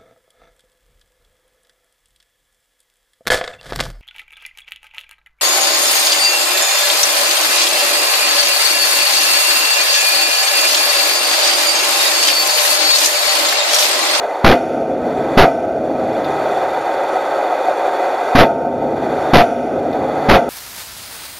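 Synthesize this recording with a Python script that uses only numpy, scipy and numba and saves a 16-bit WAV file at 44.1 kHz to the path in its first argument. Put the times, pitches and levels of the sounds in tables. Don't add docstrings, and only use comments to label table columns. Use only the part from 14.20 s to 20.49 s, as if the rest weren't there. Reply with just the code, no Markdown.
import sys
import numpy as np
from scipy import signal
from scipy.fft import rfft, irfft, next_fast_len
from scipy.io import wavfile
from scipy.ndimage import uniform_filter1d, map_coordinates
from numba import njit

SR = 44100
rng = np.random.default_rng(int(sys.argv[2]) if len(sys.argv) > 2 else 0)


def master_out(mix):
    frames = np.transpose(np.atleast_2d(mix))
    ceiling = np.clip(frames, -1, 1)
    pcm = np.round(ceiling * 32767).astype(np.int16)
    wavfile.write(sys.argv[1], SR, pcm)


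N = 277389


def amp(db):
    return 10 ** (np.asarray(db) / 20)


def unit(x):
    return x / np.sqrt(np.mean(x ** 2) + 1e-20)


def along(points, hz):
    point_hz, value = np.transpose(points)
    return np.interp(np.log(hz + 1), np.log(point_hz + 1), value)


def wobble(rate):
    knots = rng.standard_normal(N // 8)
    return map_coordinates(knots, [np.arange(N) * rate / SR], mode="wrap")


def filtered(x, response):
    m = next_fast_len(N + SR // 2)
    hz = np.fft.rfftfreq(m, 1 / SR)
    return irfft(rfft(x, m) * response(hz), m)[..., :N]


def housed_noise(spectrum):
    # centre in Hz, half-width in Hz, gain at the centre in dB.
    resonances = [(399.4, 13.4, 4), (535, 28.5, 5.5), (638, 18, -9.5), (747.5, 15, 3), (1285, 12, 6.5),
                  (1719, 48, -9), (2014, 27.4, 8.5), (2447, 74, 7.5), (3416, 52, 11), (3635, 71, 10),
                  (4450, 96, 8), (5060, 190, -7), (5480, 30, 8.5), (5890, 12, 11)]

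    def response(hz):
        housing_db = sum(db / (1 + ((hz - centre) / width) ** 4) for centre, width, db in resonances)
        return amp(along(spectrum, hz) + housing_db)

    return unit(filtered(rng.standard_normal(N), response))


def bubbles(count=1300, centre_hz=680, spread=0.178, cycles=11, size_db=2.5, glide=0.04):
    t = np.arange(SR // 20) / SR
    when, pitch, size = rng.random((count, 3)).T[:, :, None]
    pitch_offset = np.log(pitch / (1 - pitch)).clip(-3, 3) / 2
    hz = centre_hz * np.exp(spread * pitch_offset)
    age = t * hz / cycles
    strength_db = -size_db * np.log(1 - size).clip(-4)
    onset = 1 - np.exp(-t * hz)
    envelope = amp(strength_db - 20 * age) * onset
    grains = envelope * np.sin(2 * np.pi * hz * t * (1 + glide * age))
    at = (when * N).astype(int) + np.arange(len(t))
    return unit(np.bincount(at.ravel(), grains.ravel(), minlength=N)[:N])


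def water(swell_db=-0.47, flutter_db=0.6, drift=1.0, gurgle_db=-7, rush_db=-1):
    # frequency in Hz, density in dB per Hz.
    rush_spectrum = [(30, -47), (100, -37.5), (210, -30.5), (320, -11.5), (500, -8.5), (760, -1.5),
                     (900, -12), (1050, -16), (1500, -15), (1900, -21.5), (2900, -34), (4500, -34.5),
                     (5500, -36), (7400, -24)]
    # frequency in Hz, level in dB over the flow.
    tones = [(905, -16), (1282, -31)]
    start_db, rise_db_per_s = -19, 1.28
    t = np.arange(N) / SR
    flow_db = start_db + rise_db_per_s * t + swell_db * wobble(5.5) + flutter_db * wobble(45)
    hum = 0
    for hz, db in tones:
        phase = 2 * np.pi * hz * t + drift * wobble(9)
        hum = hum + amp(db) * np.sqrt(2) * np.sin(phase)
    rush = amp(rush_db) * housed_noise(rush_spectrum)
    gurgle = amp(gurgle_db) * bubbles()
    return amp(flow_db) * (rush + gurgle + hum)


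def ticks(t60=0.075):
    # start in seconds, level in dB.
    knocks = [(2.045, -25.5), (5.729, -22)]
    # frequency in Hz, density in dB per Hz.
    knock_spectrum = [(800, -16), (3500, 2), (5000, 1), (7400, -19)]
    t = np.arange(N) / SR
    envelope = sum((t >= s) * amp(db - 60 * np.abs(t - s) / t60) for s, db in knocks)
    return envelope * housed_noise(knock_spectrum)


def dying(x, decay):
    hz, t, z = signal.stft(x, SR, nperseg=1024)
    t60 = along(decay, hz)[:, None]
    return signal.istft(z * amp(-60 * t / t60), SR, nperseg=1024)[1][:N]


def plate(favoured_hz, lift_db, scatter_db=0.96, waver=0.58):
    # frequency in Hz, relative level in dB, 60 dB decay time in seconds.
    modes = [(145.6, -23.5, 3.93), (248, -5.5, 1.85), (278.5, -12.5, 2.45), (325.5, -11.5, 3),
             (439, -10, 2.8), (535, -19, 3.46), (638, -4.5, 2.22), (668, 10, 0.88), (701, 20.5, 0.4),
             (817, -15.5, 3.1), (904, -2, 0.98), (1360, -15, 0.55), (1526, -12, 1.24)]
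    t = np.arange(7 * SR // 2) / SR
    knots = np.arange(43) / 12
    ring = np.zeros(len(t))
    favoured = np.argmin([abs(mode[0] - favoured_hz) for mode in modes])
    for k, (hz, db, t60) in enumerate(modes):
        start_phase = rng.uniform(0, 2 * np.pi)
        phase = start_phase + waver * np.interp(t, knots, rng.standard_normal(len(knots)))
        level_db = db + scatter_db * rng.standard_normal() + lift_db * (k == favoured)
        ring += amp(level_db - 60 * t / t60) * np.sin(2 * np.pi * hz * t + phase)
    return np.pad(ring, (0, N - len(t)))


def whole_plate_push(t, rise, hz=230, level_db=34, t60=0.066):
    push = -amp(level_db - 60 * t / t60) * np.sin(2 * np.pi * hz * t)
    return push * np.minimum(t / rise, 1)


def hammer(crack_level_db=53, ring_level_db=5.5, boom_level_db=10.5, fizz_t60=1.0, rise_db=70, rise=0.00342):
    # start in seconds, force in dB, relative crack level in dB, favoured mode in Hz,
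    # lift of that mode in dB, relative shimmer level in dB.
    blows = [(.2435, -3, 3.5, 638, 3, 7.5), (1.173, -5, -6, 638, 7, 5), (4.151, -1, -1.5, 904, 6.5, 1),
             (5.1335, 1, -2, 535, 7, 6), (6.087, 1.5, -3.5, 904, 4, 5.5)]
    # frequency in Hz, density in dB per Hz.
    crack_spectrum = [(30, -27), (110, -5), (280, 2.5), (500, -3.5), (700, 3), (950, -7), (1400, -5),
                      (2500, -17.5), (4000, -28), (7000, -36.5)]
    hull_spectrum = [(30, -38), (80, -19.5), (170, -16.5), (250, -6), (400, -6.5), (550, -4.5), (720, 0.5),
                     (850, -10.5), (1000, -26.5), (1450, -9.5), (1800, -36), (3000, -83), (7000, -38)]
    fizz_spectrum = [(500, -40), (1300, 0.5), (2400, -5), (4000, -17.5), (7000, -3.5)]
    # frequency in Hz, 60 dB decay time in seconds.
    crack_decay = [(100, 0.12), (400, 0.13), (700, 0.15), (1100, 0.12), (7000, 0.15)]
    hull_decay = [(100, 2.55), (260, 2.12), (700, 1.79), (1500, 0.96), (6000, 0.88)]
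    out, t = np.zeros(N), np.arange(N) / SR
    contact = housed_noise(crack_spectrum)
    hull = housed_noise(hull_spectrum)
    shimmer = housed_noise(fizz_spectrum)
    push = whole_plate_push(t, rise)
    swell = amp(-rise_db * np.exp(-t / rise))
    for s, force_db, crack_db, favoured_hz, lift_db, fizz_db in blows:
        start = round(s * SR)
        crack = amp(crack_level_db + crack_db) * dying(np.roll(contact, -start), crack_decay)
        boom = amp(boom_level_db) * dying(np.roll(hull, -start), hull_decay)
        ring = amp(ring_level_db) * plate(favoured_hz, lift_db)
        fizz = amp(fizz_db - 60 * t / fizz_t60) * np.roll(shimmer, -start)
        blow = push + swell * (crack + ring + boom + fizz)
        out[start:] += amp(force_db) * blow[:N - start]
    return out


def scene():
    return np.tile(hammer() + water() + ticks(), (2, 1))


@njit
def gain_control(x, target, ceiling, attack, release, window):
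    out, gain_db, power = np.zeros(len(x)), 0.0, 0.0
    for i in range(len(x)):
        out[i] = x[i] * 10 ** (gain_db / 20)
        power += (min(abs(out[i]), ceiling) ** 2 - power) / window
        excess = np.sqrt(power) / target - 1
        speed = attack if excess > 0 else release
        gain_db = min(0.0, gain_db - excess * speed / SR)
    return out


def overload(x, ceiling, bias=0.313, ragged_db=5, sag_db=8.0):
    over = np.maximum(np.abs(x) - ceiling, 0)
    drive = uniform_filter1d(over, 353, origin=176)
    strain = np.abs(drive) / (np.abs(drive) + ceiling)
    upper = np.minimum(ceiling * amp(strain * ragged_db * (wobble(450) - 1.0)), 1)
    lower = ceiling * amp(-strain * sag_db * np.tanh(wobble(75)) ** 2)
    return np.clip(x - bias * drive, -lower, upper)


def record(dry):
    # frequency in Hz, gain in dB.
    input_colour = [(30, 0), (1500, -1), (3500, -3), (5000, -4.5), (6500, -14), (7400, -17.5)]
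    # frequency in Hz, gain in dB.
    image_colour = [(8600, -2), (10000, -7.5), (12000, -17), (13000, -22), (14000, -31), (15300, -55)]
    # frequency in Hz, left minus right in dB.
    tilt = [(60, 0), (700, 0), (1200, -.8), (2300, -1.1), (4400, -1), (8000, -.1), (14000, -.5)]
    converter_hz, band_hz, top_hz = 16000, 7500, 15423
    ceiling, hiss_db, channel_hiss_db = .82, -58, -68.5
    levelled = gain_control(dry.mean(axis=0), amp(-15.5), ceiling, 59.5, 174.0, 0.015 * SR)
    clipped = overload(levelled, ceiling) + amp(hiss_db) * rng.standard_normal(N)
    band = filtered(clipped, lambda hz: amp(along(input_colour, hz)) * (hz < band_hz))
    mirrored = 2 * band * np.cos(2 * np.pi * converter_hz * np.arange(N) / SR)
    mono = band + filtered(mirrored, lambda hz: amp(along(image_colour, hz)))
    pair = filtered(mono, lambda hz: amp(np.outer([.5, -.5], along(tilt, hz))))
    pair = pair + amp(channel_hiss_db) * rng.standard_normal((2, N))
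    return filtered(pair, lambda hz: hz < top_hz)


dry = scene()
out = record(dry)
master_out(out)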